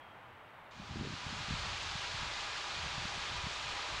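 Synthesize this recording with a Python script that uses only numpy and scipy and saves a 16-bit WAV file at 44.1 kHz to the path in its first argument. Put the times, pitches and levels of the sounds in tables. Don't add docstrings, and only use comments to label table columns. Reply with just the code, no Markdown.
import sys
import numpy as np
from scipy import signal
from scipy.fft import rfft, irfft
from scipy.io import wavfile
from scipy.ndimage import uniform_filter1d

SR = 44100
rng = np.random.default_rng(int(sys.argv[2]) if len(sys.argv) > 2 else 0)


def bounce(signal):
    frames = np.transpose(np.atleast_2d(signal))
    limited = np.clip(frames, -1, 1)
    pcm = np.round(limited * 32767).astype(np.int16)
    wavfile.write(sys.argv[1], SR, pcm)


N = 176400
T = np.arange(N) / SR


# peak time in seconds, pitch in Hz, echo level in dB.
BIRD_NOTES = [(.012, 3220, -67), (.46, 3730, -81), (.59, 3610, -77)]

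def far_bird(rise_s=0.09, t60_s=1.0, waver_hz=6.6, direct_db=-3):
    out = 0
    for s, hz, db in BIRD_NOTES:
        rise = np.clip(1 + (T - s) / rise_s, 0, 1)
        decay = np.exp(-np.log(1000) * np.maximum(T - s, 0) / t60_s)
        pitch = hz + waver_hz * drift(per_s=25)
        direct = rms_one(np.sin(2 * np.pi * np.cumsum(pitch) / SR))
        echo = narrow_tone(hz, width_hz=190)
        out += from_db(db) * rise * decay * (from_db(direct_db) * direct + echo)
    return out


# frequency in Hz, relative noise density in dB.
HUSH_AND_HISS_SPECTRUM = [(25, -13), (60, -11), (115, -5), (150, -6.5), (280, -8.5), (450, -7), (850, 0.5),
                          (1300, -3), (2200, -8.5), (3200, -15.5), (5000, -32), (7500, -38.5),
                          (15500, -39.5)]
# pitch in Hz, width in Hz, level in dB.
QUIET_TONES = [(90.2, 12, -71.5), (120, 8.5, -72), (617, 11, -74.5), (7770, 260, -95)]

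def hush_and_hiss(level_db=-54.5):
    return from_db(level_db) * coloured_noise(HUSH_AND_HISS_SPECTRUM) + faint_tones(QUIET_TONES)


# frequency in Hz, relative noise density in dB.
CROWN_SPECTRUM = [(30, -12), (120, -14.5), (250, -12), (370, -7), (500, -7.5), (700, -3.5), (900, -0.5),
                  (1250, 1), (1900, -2), (2500, -1), (3500, -1), (4500, -3.5), (5600, -9.5), (7000, -12.5),
                  (8700, -25), (11300, -37), (12200, -52), (13000, -72)]
CROWN_BANDS_HZ = [200, 600, 1200, 2000, 3000, 4500, 7000, 11000]
# time in seconds, tilt towards the low roar in dB, hiss lift in dB.
WIND_SWELL = [(.7, 3, 0), (1.5, -0.1, -0.2), (1.85, -1, -0.1), (2.3, 0.5, 0.25), (2.7, -0.1, -0.1),
              (3.2, 0.8, 0.5), (3.55, -1, -0.6), (3.8, 2.7, 1.5), (4.0, 1, 0)]
# pitch in Hz, width in Hz, level in dB before the swell.
CROWN_TONES = [(601, 71, -64.5), (810, 30, -59.5), (978.6, 55, -58), (1212, 93, -58.5), (1636, 26, -61),
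               (2448, 29, -60)]

def crowns(rush_db=-41.5, sway_db=0.02, flutter_db=0.55, treble_from_hz=1560, treble_full_hz=2600):
    roar_db, hiss_db = in_time(WIND_SWELL)
    sway = sway_db * drift(per_s=3.5)
    rush = 0
    for hz, band in split(coloured_noise(CROWN_SPECTRUM), CROWN_BANDS_HZ):
        treble = np.clip(np.log(hz / treble_from_hz) / np.log(treble_full_hz / treble_from_hz), 0, 1)
        swell = (0.5 - treble) * roar_db + treble * hiss_db
        flutter = flutter_db * drift(per_s=26)
        rush += band * from_db(rush_db + swell + sway + flutter)
    return rush + from_db(roar_db) * faint_tones(CROWN_TONES)


def near_leaves(level_db=-55, ticks_per_s=830, spread_db=2.7, clump_db=3, ring_cycles=6.8, pitches=14):
    sizes = from_db(spread_db * np.minimum(rng.exponential(1, N), 5)) * rng.choice([-1, 1], N)
    strikes = rng.random(N) < ticks_per_s * from_db(clump_db * drift(per_s=9)) / SR
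    pitch_index = rng.integers(0, pitches, N)
    ticks = 0
    for k, hz in enumerate(np.geomspace(1980, 7300, pitches)):
        ticks += resonate(sizes * strikes * (pitch_index == k), hz, 2 * hz / ring_cycles) / hz
    dull = signal.butter(6, 7000, fs=SR, output="sos")
    return from_db(level_db) * rms_one(signal.sosfilt(dull, ticks))


# time in seconds, rumble level in dB before the trim.
MIC_GUSTS = [(.7, -76), (.81, -47.5), (.86, -59.5), (.91, -48.5), (1.01, -44), (1.14, -48.5), (1.2, -62),
             (1.27, -49.5), (1.42, -49), (1.46, -55), (1.52, -46), (1.59, -46), (1.73, -47.5), (1.79, -55),
             (1.86, -49), (2.03, -57.5), (2.24, -47.5), (2.35, -57), (2.48, -57), (2.66, -63),
             (2.83, -46.5), (2.91, -53.5), (3.02, -48.5), (3.1, -57), (3.18, -50), (3.25, -58),
             (3.35, -45.5), (3.46, -52.5), (3.55, -57.5), (3.72, -52), (3.85, -63), (3.92, -49),
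             (4.0, -51.5)]
# time in seconds, typical eddy pitch in Hz.
PORT_EDDY_PITCH = [(.7, 128), (.9, 140), (1.04, 197), (1.17, 125), (1.33, 116.5), (1.65, 86), (2.2, 80.4),
                   (2.7, 77.5), (3.05, 105), (3.4, 70.6), (4.0, 85.5)]

def rumble(eddies_per_s=210, count=1400, spread_db=2, spread_octaves=0.46, even_s=0.058, trim_db=-0.5):
    gust_db, = in_time(MIC_GUSTS)
    times = MIC_GUSTS[0][0] + np.cumsum(rng.uniform(0, 2, count)) / eddies_per_s
    heights = rng.choice([-1, 1], count) * from_db(spread_db * rng.standard_normal(count))
    typical_hz = np.interp(times, *np.transpose(PORT_EDDY_PITCH))
    hz = typical_hz * 2 ** (spread_octaves * rng.standard_normal(count))
    stream = eddies(np.column_stack([times, heights, hz])[times < T[-1]])
    port_low_cut = signal.butter(2, 20, "high", fs=SR, output="sos")
    stream = signal.sosfilt(port_low_cut, stream + 1e-18)
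    power = uniform_filter1d(stream ** 2, int(even_s * SR)) + 1e-3
    return from_db(trim_db + gust_db) * stream / np.sqrt(power)


def eddies(rows, half_length_cycles=0.28):
    t, out = np.arange(-SR // 20, SR // 20) / SR, np.zeros(N)
    for s, height, hz in rows:
        puff = -np.sin(2 * np.pi * hz * t) * np.exp(-(hz * t / half_length_cycles) ** 2 / 2)
        add(out, s + t[0], height * puff / puff.max())
    return out


# time in seconds, peak level in dB, pitch in Hz.
PORT_THUMPS = [(0.801, -41.5, 180), (0.912, -38.5, 128), (.926, -41, 130), (.959, -38.5, 255),
               (.971, -36.5, 205), (.998, -38.5, 110), (1.012, -32.5, 222), (1.021, -41, 140),
               (1.046, -37, 150), (1.053, -36, 320), (1.074, -35.5, 245), (1.107, -42, 150),
               (1.127, -40, 150), (1.140, -37, 165), (1.268, -37, 150), (1.330, -37.5, 185),
               (1.411, -39, 100), (1.485, -38.5, 130), (1.510, -30, 145), (1.526, -33, 95),
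               (1.539, -32.5, 135), (1.957, -35.5, 114), (2.148, -42.5, 107), (2.232, -42.5, 154),
               (2.864, -40, 107), (2.982, -37, 125), (3.055, -35, 145), (3.176, -43, 152), (3.443, -38, 99),
               (3.470, -33.5, 138)]

def thumps():
    return eddies([(s, from_db(db), hz) for s, db, hz in PORT_THUMPS])


# start in seconds, peak level in dB, pitch in Hz.
LEAF_SNAPS = [(1.594, -52, 7500), (1.778, -55, 7500), (1.829, -42, 6500), (2.016, -52, 7500)]

def leaf_snaps(decay_s=0.0024, width_hz=3200):
    t, out = T[:SR // 20], np.zeros(N)
    soften = signal.butter(8, 11000, fs=SR, output="sos")
    for s, db, hz in LEAF_SNAPS:
        burst = rng.standard_normal(len(t)) * np.exp(-t / decay_s)
        ring = resonate(resonate(burst, hz, width_hz), hz, width_hz)
        crack = signal.sosfilt(soften, ring)
        add(out, s, from_db(db) * crack / np.abs(crack).max())
    return out


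def from_db(db):
    return 10 ** (np.asarray(db) / 20)


def rms_one(x):
    return x / np.sqrt(np.mean(x ** 2) + 1e-20)


def in_time(rows):
    s, *columns = np.transpose(rows)
    return [np.interp(T, s, column) for column in columns]


def drift(per_s):
    hop, settle = 40, 2000
    r = np.exp(-2 * np.pi * per_s * hop / SR)
    noise = rng.standard_normal(N // hop + settle + 2)
    slow = signal.lfilter([1], [1, -2 * r, r * r], noise)[settle:]
    return np.interp(np.arange(N) / hop, np.arange(len(slow)), rms_one(slow))


def resonate(x, hz, width_hz):
    r = np.exp(-np.pi * width_hz / SR)
    feedback = [1, -2 * r * np.cos(2 * np.pi * hz / SR), r * r]
    return signal.lfilter(np.array([1, 0, -1]) * (1 - r * r) / 2, feedback, x + 1e-18)


def narrow_tone(hz, width_hz):
    noise = rng.standard_normal(N + SR // 2)
    return rms_one(resonate(resonate(noise, hz, width_hz), hz, width_hz)[-N:])


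def faint_tones(rows):
    return sum(from_db(db) * narrow_tone(hz, width_hz) for hz, width_hz, db in rows)


def coloured_noise(spectrum):
    hz, db = np.transpose(spectrum)
    log_hz = np.log(np.fft.rfftfreq(N, 1 / SR) + 1)
    gain = from_db(np.interp(log_hz, np.log(hz), db))
    return rms_one(irfft(rfft(rng.standard_normal(N)) * gain, N))


def split(x, centres_hz):
    log_hz, bins = np.log(np.fft.rfftfreq(N, 1 / SR) + 1), rfft(x)
    for hz, share in zip(centres_hz, np.eye(len(centres_hz))):
        yield hz, irfft(bins * np.interp(log_hz, np.log(centres_hz), share), N)


def add(out, start_s, sound):
    i = int(np.clip(start_s * SR, 0, N))
    out[i:i + len(sound)] += sound[:N - i]


def scene(fade_start_s=0.71, fade_end_s=1.56, first_share=0.16):
    wind_share = np.interp(T, [fade_start_s, fade_end_s], [first_share, 1], left=0)
    quiet = hush_and_hiss() + far_bird()
    windy = crowns() + near_leaves() + leaf_snaps()
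    mono = (1 - wind_share) * quiet + wind_share * windy + rumble() + thumps()
    return np.array([mono, mono])


def record(dry):
    return signal.sosfilt(signal.ellip(10, .1, 70, 15700, fs=SR, output="sos"), dry)


dry = scene()
out = record(dry)
bounce(out)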